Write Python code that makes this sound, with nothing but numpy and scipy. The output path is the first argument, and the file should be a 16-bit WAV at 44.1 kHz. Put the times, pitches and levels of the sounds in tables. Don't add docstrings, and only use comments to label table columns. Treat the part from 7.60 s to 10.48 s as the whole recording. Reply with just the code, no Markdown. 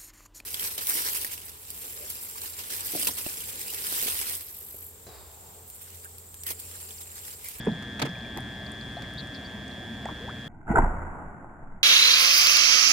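import sys
import numpy as np
from scipy import signal
from scipy.fft import rfft, irfft
from scipy.io import wavfile
from scipy.ndimage import uniform_filter1d

SR = 44100
rng = np.random.default_rng(int(sys.argv[2]) if len(sys.argv) > 2 else 0)


def inscribe(sig):
    pcm = np.round(np.clip(np.atleast_2d(sig).T, -1, 1) * 32767)
    wavfile.write(sys.argv[1], SR, pcm.astype(np.int16))


def voltage_ratio(decibels):
    exponent = np.asarray(decibels, float) / 20
    return 10 ** exponent


N = 127008
T = np.arange(N) / SR


def curve(points, hz):
    p = np.array(points, float)
    return np.interp(np.log(hz), np.log(p[:, 0]), p[:, 1])


def unit(x):
    return x / np.sqrt(np.mean(x ** 2))


def walk(rate_hz):
    hold = int(SR / rate_hz)
    steps = np.repeat(rng.standard_normal(N // hold + 1), hold)
    return 0.83 * uniform_filter1d(uniform_filter1d(steps, hold), hold)[:N]


def add(out, start_s, x, pan_db=0.):
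    i = int(start_s * SR)
    x = x[..., :N - i]
    out[:, i:i + x.shape[-1]] += x * voltage_ratio(np.array([[pan_db], [-pan_db]]) / 2)


def band(x, hz, width_hz):
    f = np.fft.rfftfreq(x.shape[-1], 1 / SR)
    bell = np.exp(-np.abs((f - hz) / width_hz) ** 3)
    return unit(irfft(rfft(x) * bell, x.shape[-1]))


def whine():
    low_family_db = [-51.5, -48.5, -52.5, -63.5, -66]
    high_family_db = [-63, -49, -49.5, -57.5]
    overtone_db = [-72, -82, -84]
    # (time [s], low family [dB], high family [dB], high family L-R [dB])
    drift = [(0, 0, 0.5, 3.5), (.9, 0, 0.5, 3), (1.5, -1, -0.5, 4), (2.05, -2.5, -1, -1),
             (2.88, -2, 0.5, 1)]
    carrier_hz, spin_hz = (1705.14, 1704.72), (120.36, 120.25)
    slip_at_s, slip_s, slip_takes_s = 1.4228, .00138, .0006
    throb_s = 1.43787

    time_s, low_db, high_db, pan_db = np.array(drift, float).T
    low_db, high_db, pan_db = (np.interp(T, time_s, c) for c in (low_db, high_db, pan_db))
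    clock_s = T - throb_s - slip_s * np.clip((T - slip_at_s) / slip_takes_s, 0, 1)
    base = 2 * np.pi * np.where(clock_s < 0, *carrier_hz) * clock_s + 0.088 * walk(8.8)
    spin = 2 * np.pi * np.where(clock_s < 0, *spin_hz) * clock_s

    def tone(phase, db):
        return np.sqrt(2) * voltage_ratio(db + 1.1 * walk(9)) * np.sin(phase + .15 * walk(12))

    low = high = 0
    for k, db in enumerate(low_family_db, -1):
        low = low + tone(base + k * (spin - np.pi / 3) + abs(k) * np.pi / 2, db)
    for k, db in enumerate(high_family_db, -2):
        high = high + tone(2 * base + k * spin, db)
    for phase, db in zip((3 * base - spin, 4 * base - spin, 4 * base), overtone_db):
        high = high + tone(phase, db)
    side = voltage_ratio(-14.0) * np.array([[1], [-1]]) * np.roll(low, 6)
    return (low + side) * voltage_ratio(low_db) + high * voltage_ratio(high_db + np.array([pan_db, -pan_db]) / 2)


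def bed(points, lo_hz, hi_hz, db, flicker_db, rate_hz):
    # (frequency [Hz], level [dB])
    side_db = [(30, -15.5), (200, -16.5), (400, -10.5), (800, -6.5), (2500, -2), (5000, -1), (15000, 2)]
    f = np.fft.rfftfreq(N, 1 / SR) + 1
    shape = voltage_ratio(curve(points, f)) * rfft(rng.standard_normal((2, N)))
    shape[1] *= voltage_ratio(curve(side_db, f))
    out = 0
    for k in range(int(np.ceil(3 * np.log2(hi_hz / lo_hz)))):
        hz = lo_hz * 2 ** (k / 3)
        inside = (f >= hz) & (f < min(hz * 2 ** (1 / 3), hi_hz))
        out = out + voltage_ratio(flicker_db * walk(rate_hz)) * irfft(shape * inside, N)
    mid, side = out * voltage_ratio(db) / np.std(out[0])
    return np.array([mid + side, mid - side])


def rumble():
    # (frequency [Hz], slope-free level [dB])
    rumble_db = [(15, -43), (25, -20), (69, 1), (156, -6), (209, 0), (444, -13.5), (626, -13.5),
                 (1030, -18), (1500, -20.5), (1950, -52), (3300, -120)]
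    return bed(rumble_db, 25, 1500, db=-42, flicker_db=2.1, rate_hz=8.8)


def hiss():
    # (frequency [Hz], level [dB])
    hiss_db = [(1500, 3), (2600, -2.5), (3700, -6), (5500, -14), (7000, -14.5), (10500, -22.5),
               (13300, -28.5), (16000, -28)]
    return bed(hiss_db, 1520, 16500, db=-53, flicker_db=0.68, rate_hz=12.47)


def hums():
    # (frequency [Hz], width [Hz], level [dB])
    colours = [(128.2, 21.5, -48.5), (159, 16, -61), (209.2, 28.3, -48.5), (277.6, 31, -54), (400, 98, -65),
               (673, 124, -55), (5000, 760, -67.5), (13300, 350, -78)]
    out = 0
    for hz, width_hz, db in colours:
        out = out + voltage_ratio(db + 1.45 * walk(13)) * band(rng.standard_normal(N), hz, width_hz)
    return out


def puffs(rows, rise, buzz_hz, pan_db):
    out, t = np.zeros((2, N)), T[:4096]
    for start_s, hz, width_hz, length_s, db in rows:
        env = np.minimum(t / (rise * length_s), 1) ** 2 * np.exp(-(t / length_s) ** 3)
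        env = env * (1 + .5 * np.sin(2 * np.pi * buzz_hz * t))
        a, b = band(rng.standard_normal((2, len(t))), hz, width_hz)
        add(out, start_s, voltage_ratio(db) * env * np.array([a + 0.64 * b, a - 0.5 * b]), pan_db)
    return out


def ticks():
    # (time [s], frequency [Hz], width [Hz], length [s], level [dB])
    droplets = [(.01, 4900, 600, .004, -48), (.047, 7500, 700, 0.0053, -53),
                (.056, 8500, 2000, 0.0023, -48), (.117, 3800, 1200, 0.0027, -47),
                (.491, 5300, 700, 0.006, -48.5), (.587, 7200, 1500, 0.0027, -53),
                (.606, 4330, 600, 0.0069, -53), (.805, 9700, 1200, 0.0018, -45),
                (1.064, 4460, 400, 0.0063, -47), (1.117, 9200, 1860, 0.0044, -44.5),
                (1.21, 4400, 400, 0.0044, -45.5), (1.537, 11000, 3020, 0.0019, -51.5),
                (1.672, 8300, 2500, 0.0022, -52.5), (2.08, 6900, 2500, 0.0034, -52.5),
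                (2.113, 4150, 350, 0.005, -50), (2.456, 6400, 2200, .0015, -45),
                (.397, 13100, 2500, 0.0063, -56), (.397, 6440, 1500, 0.0028, -43),
                (.4525, 12500, 3000, 0.0017, -53), (.457, 8500, 2000, 0.0046, -50),
                (.7737, 10500, 3500, 0.0011, -41), (.786, 11500, 2500, .0015, -52),
                (.4185, 4260, 920, 0.011, -33.5)]
    return puffs(droplets, rise=0.17, buzz_hz=0, pan_db=-1.)


def splashes():
    # (time [s], frequency [Hz], width [Hz], length [s], level [dB])
    dull = [
        (.065, 1300, 1230, .014, -39),
        (.08, 670, 398, 0.022, -37.5),
        (.458, 870, 600, 0.028, -45),
        (1.435, 2030, 300, 0.017, -46.5),
        (2.485, 950, 300, 0.023, -44),
        (2.502, 890, 250, 0.006, -44),
        (2.689, 1570, 120, 0.011, -40),
    ]
    return puffs(dull, rise=0.16, buzz_hz=200, pan_db=1.)


def thumps():
    # (time [s], frequency [Hz], level [dB], rise [s], t60 [s])
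    plunks = [(.0665, 384, -26, 0.00086, 0.024), (.067, 756, -31, 0.0031, 0.048),
              (.068, 960, -29, 0.0013, 0.025), (0.068, 436, -16.5, 0.0053, 0.044),
              (.066, 167.7, -24, 0.0064, 0.17), (0.0782, 216, -15.5, 0.0041, 0.12),
              (.074, 710, -38, .002, .04), (.087, 820, -39, 0.0017, 0.035),
              (.099, 240, -26.5, 0.0037, 0.047), (0.118, 168, -23.5, 0.0021, 0.13),
              (.399, 727, -36, 0.0015, .05), (0.418, 1400, -32, .0005, .015),
              (.421, 2300, -30, .0008, 0.026), (.4185, 590, -26.5, 0.0028, 0.035),
              (.426, 405, -24, 0.00057, 0.04), (0.4232, 258, -20.5, 0.0026, 0.028),
              (.4515, 2110, -39, .001, .03), (0.457, 1270, -45, .002, .04),
              (.425, 135.6, -25, 0.0099, 0.16), (.432, 626, -28, 0.00087, 0.049),
              (.438, 273, -23, 0.0065, 0.046), (0.452, 463, -29, 0.0015, 0.06),
              (0.471, 270, -27.5, 0.0051, 0.025), (.492, 178, -28.5, 0.0034, 0.09),
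              (.767, 348, -31.5, 0.0012, 0.071), (.774, 417, -34, 0.00057, 0.038),
              (1.433, 198, -31.5, 0.0017, 0.042), (.7675, 810, -32, .0005, .015),
              (.7738, 1910, -29, 0.00047, 0.011), (.775, 890, -29.5, .0005, .015),
              (.785, 770, -26.5, .0005, 0.02), (2.4565, 646, -23.5, 0.00036, 0.012),
              (2.455, 1900, -28.5, .0004, 0.014), (2.487, 1110, -30, .0004, .015),
              (2.4905, 860, -27, .0004, .015), (2.4936, 1060, -28, .0004, 0.009),
              (2.497, 940, -28, .0004, 0.0098)]
    out, t = np.zeros((2, N)), T[:SR // 2]
    for start_s, hz, db, rise_s, t60_s in plunks:
        push = np.sin(np.pi / 2 * np.minimum(t / rise_s, 1)) ** 2
        decay = np.exp(-np.log(1000) * np.maximum(t - rise_s, 0) / t60_s)
        lag = min(hz / 2500, .4) * np.array([[1], [-1]])
        add(out, start_s, voltage_ratio(db) * push * decay * np.sin(2 * np.pi * hz * t + lag), -1.)
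    return out


def slaps():
    # (time [s], hold [s], level [dB], brightness [Hz], L-R [dB])
    wing = [
        (0.224, 0.004, -45, 5000, 0),
        (0.393, 0.0094, -34, 2470, -3),
        (0.4167, 0.0091, -25.5, 2700, -0.5),
        (.4238, .001, -29, 8000, -3),
        (.45, .014, -37, 2600, -4),
        (.7737, .0005, -36, 10000, 0),
        (.782, .001, -43, 3000, -4),
        (1.42, 0.0044, -46, 5000, -4),
    ]
    spray_hz, tail_t60_s, rough_db, side = 5000, .07, 2.5, 0.88
    out, t = np.zeros((2, N)), T[:4096]
    f = np.fft.rfftfreq(len(t), 1 / SR)
    for start_s, hold_s, db, bright_hz, pan_db in wing:
        a, b, c = rng.standard_normal((3, len(t)))
        tilt = (f / 400) / np.sqrt(1 + (f / 400) ** 2) / (1 + (f / bright_hz) ** 2) ** 0.99
        body = rfft(np.array([a + side * b, a - side * b])) * tilt
        whole = irfft(body, len(t))
        fine = irfft(body / (1 + (spray_hz / (f + 1)) ** 4), len(t))
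        t60_s = tail_t60_s * np.sqrt(hold_s / 0.014)
        tail = np.exp(-np.log(1000) * np.maximum(t - hold_s, 0) / t60_s)
        late_fine = fine * np.minimum(t / (0.21 * hold_s), 1) ** 2 * tail
        spray = (whole - fine + late_fine) / np.std(whole)
        env = np.minimum(t / min(.0008, hold_s / 4), 1) * tail
        rough = voltage_ratio(db + rough_db * unit(uniform_filter1d(c, size=20)))
        add(out, start_s, rough * env * spray, pan_db)
    return out


def bubbles():
    # (time [s], start [Hz], end [Hz], length [s], level [dB])
    glides = [(.425, 3700, 3720, .003, -28.5), (.553, 2380, 2400, .005, -43), (.647, 2380, 2360, .008, -45),
              (1.368, 660, 720, .01, -33), (1.38, 760, 860, .014, -41), (1.368, 4000, 4200, .012, -53),
              (1.572, 3500, 3800, .011, -42), (1.748, 5250, 5200, .007, -50),
              (1.847, 4530, 4560, .008, -49), (1.858, 4660, 4600, .008, -45), (2.457, 740, 900, .01, -33),
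              (2.511, 340, 270, .03, -41)]
    fade_per_s, attack_s, wobble_db = 45, .0012, 1.2
    out = np.zeros((2, N))
    for start_s, hz0, hz1, length_s, db in glides:
        t = T[:int(1.4 * length_s * SR)]
        hz = hz0 * (hz1 / hz0) ** (t / length_s)
        fade = np.exp(-fade_per_s * t * np.minimum(.02 / length_s, 1))
        fade = fade * np.clip((1.4 - t / length_s) / .4, 0, 1)
        env = voltage_ratio(db + wobble_db * walk(180)[:len(t)]) * np.minimum(t / attack_s, 1) * fade
        add(out, start_s, np.sqrt(2) * env * np.sin(2 * np.pi * np.cumsum(hz) / SR), 2.)
    return out


def chips():
    # (time [s], frequency [Hz], width [Hz], length [s], level [dB])
    calls = [
        (1.578, 4100, 700, .016, -42),
        (1.591, 4000, 750, .019, -40),
        (1.741, 4500, 1000, .018, -49),
        (1.754, 4100, 800, .018, -48),
    ]
    return puffs(calls, rise=0.19, buzz_hz=150, pan_db=2.3)


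def gurgle():
    # (time [s], pitch [Hz], level [dB])
    pocket = [
        (2.595, 400, -62),
        (2.606, 424, -47),
        (2.635, 472, -49.5),
        (2.657, 530, -44),
        (2.672, 660, -57),
        (2.683, 828, -38.5),
        (2.696, 1163, -41.5),
        (2.708, 1547, -44),
        (2.72, 1950, -51),
    ]
    time_s, hz, db = np.array(pocket).T
    pitch_hz = np.interp(T, time_s, hz) * (1 + .02 * walk(200))
    level_db = np.interp(T, time_s, db, -150, -150) + 1.5 * walk(150)
    tone = np.sin(2 * np.pi * np.cumsum(pitch_hz) / SR) * voltage_ratio(level_db)
    return np.sqrt(2) * tone * voltage_ratio(np.array([[1.5], [-1.5]]))


def scene():
    floor = whine() + rumble() + hiss() + hums()
    water = ticks() + splashes() + thumps() + slaps() + bubbles() + gurgle()
    return floor + water + chips()


def band_limit(x):
    return signal.sosfilt(signal.butter(12, 15880, fs=SR, output="sos"), x)


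def record(dry):
    lowpass = signal.ellip(10, .2, 80, 15850, fs=SR, output="sos")
    mix = signal.sosfilt(lowpass, dry)
    return band_limit(mix)


dry = scene()
out = record(dry)
inscribe(out)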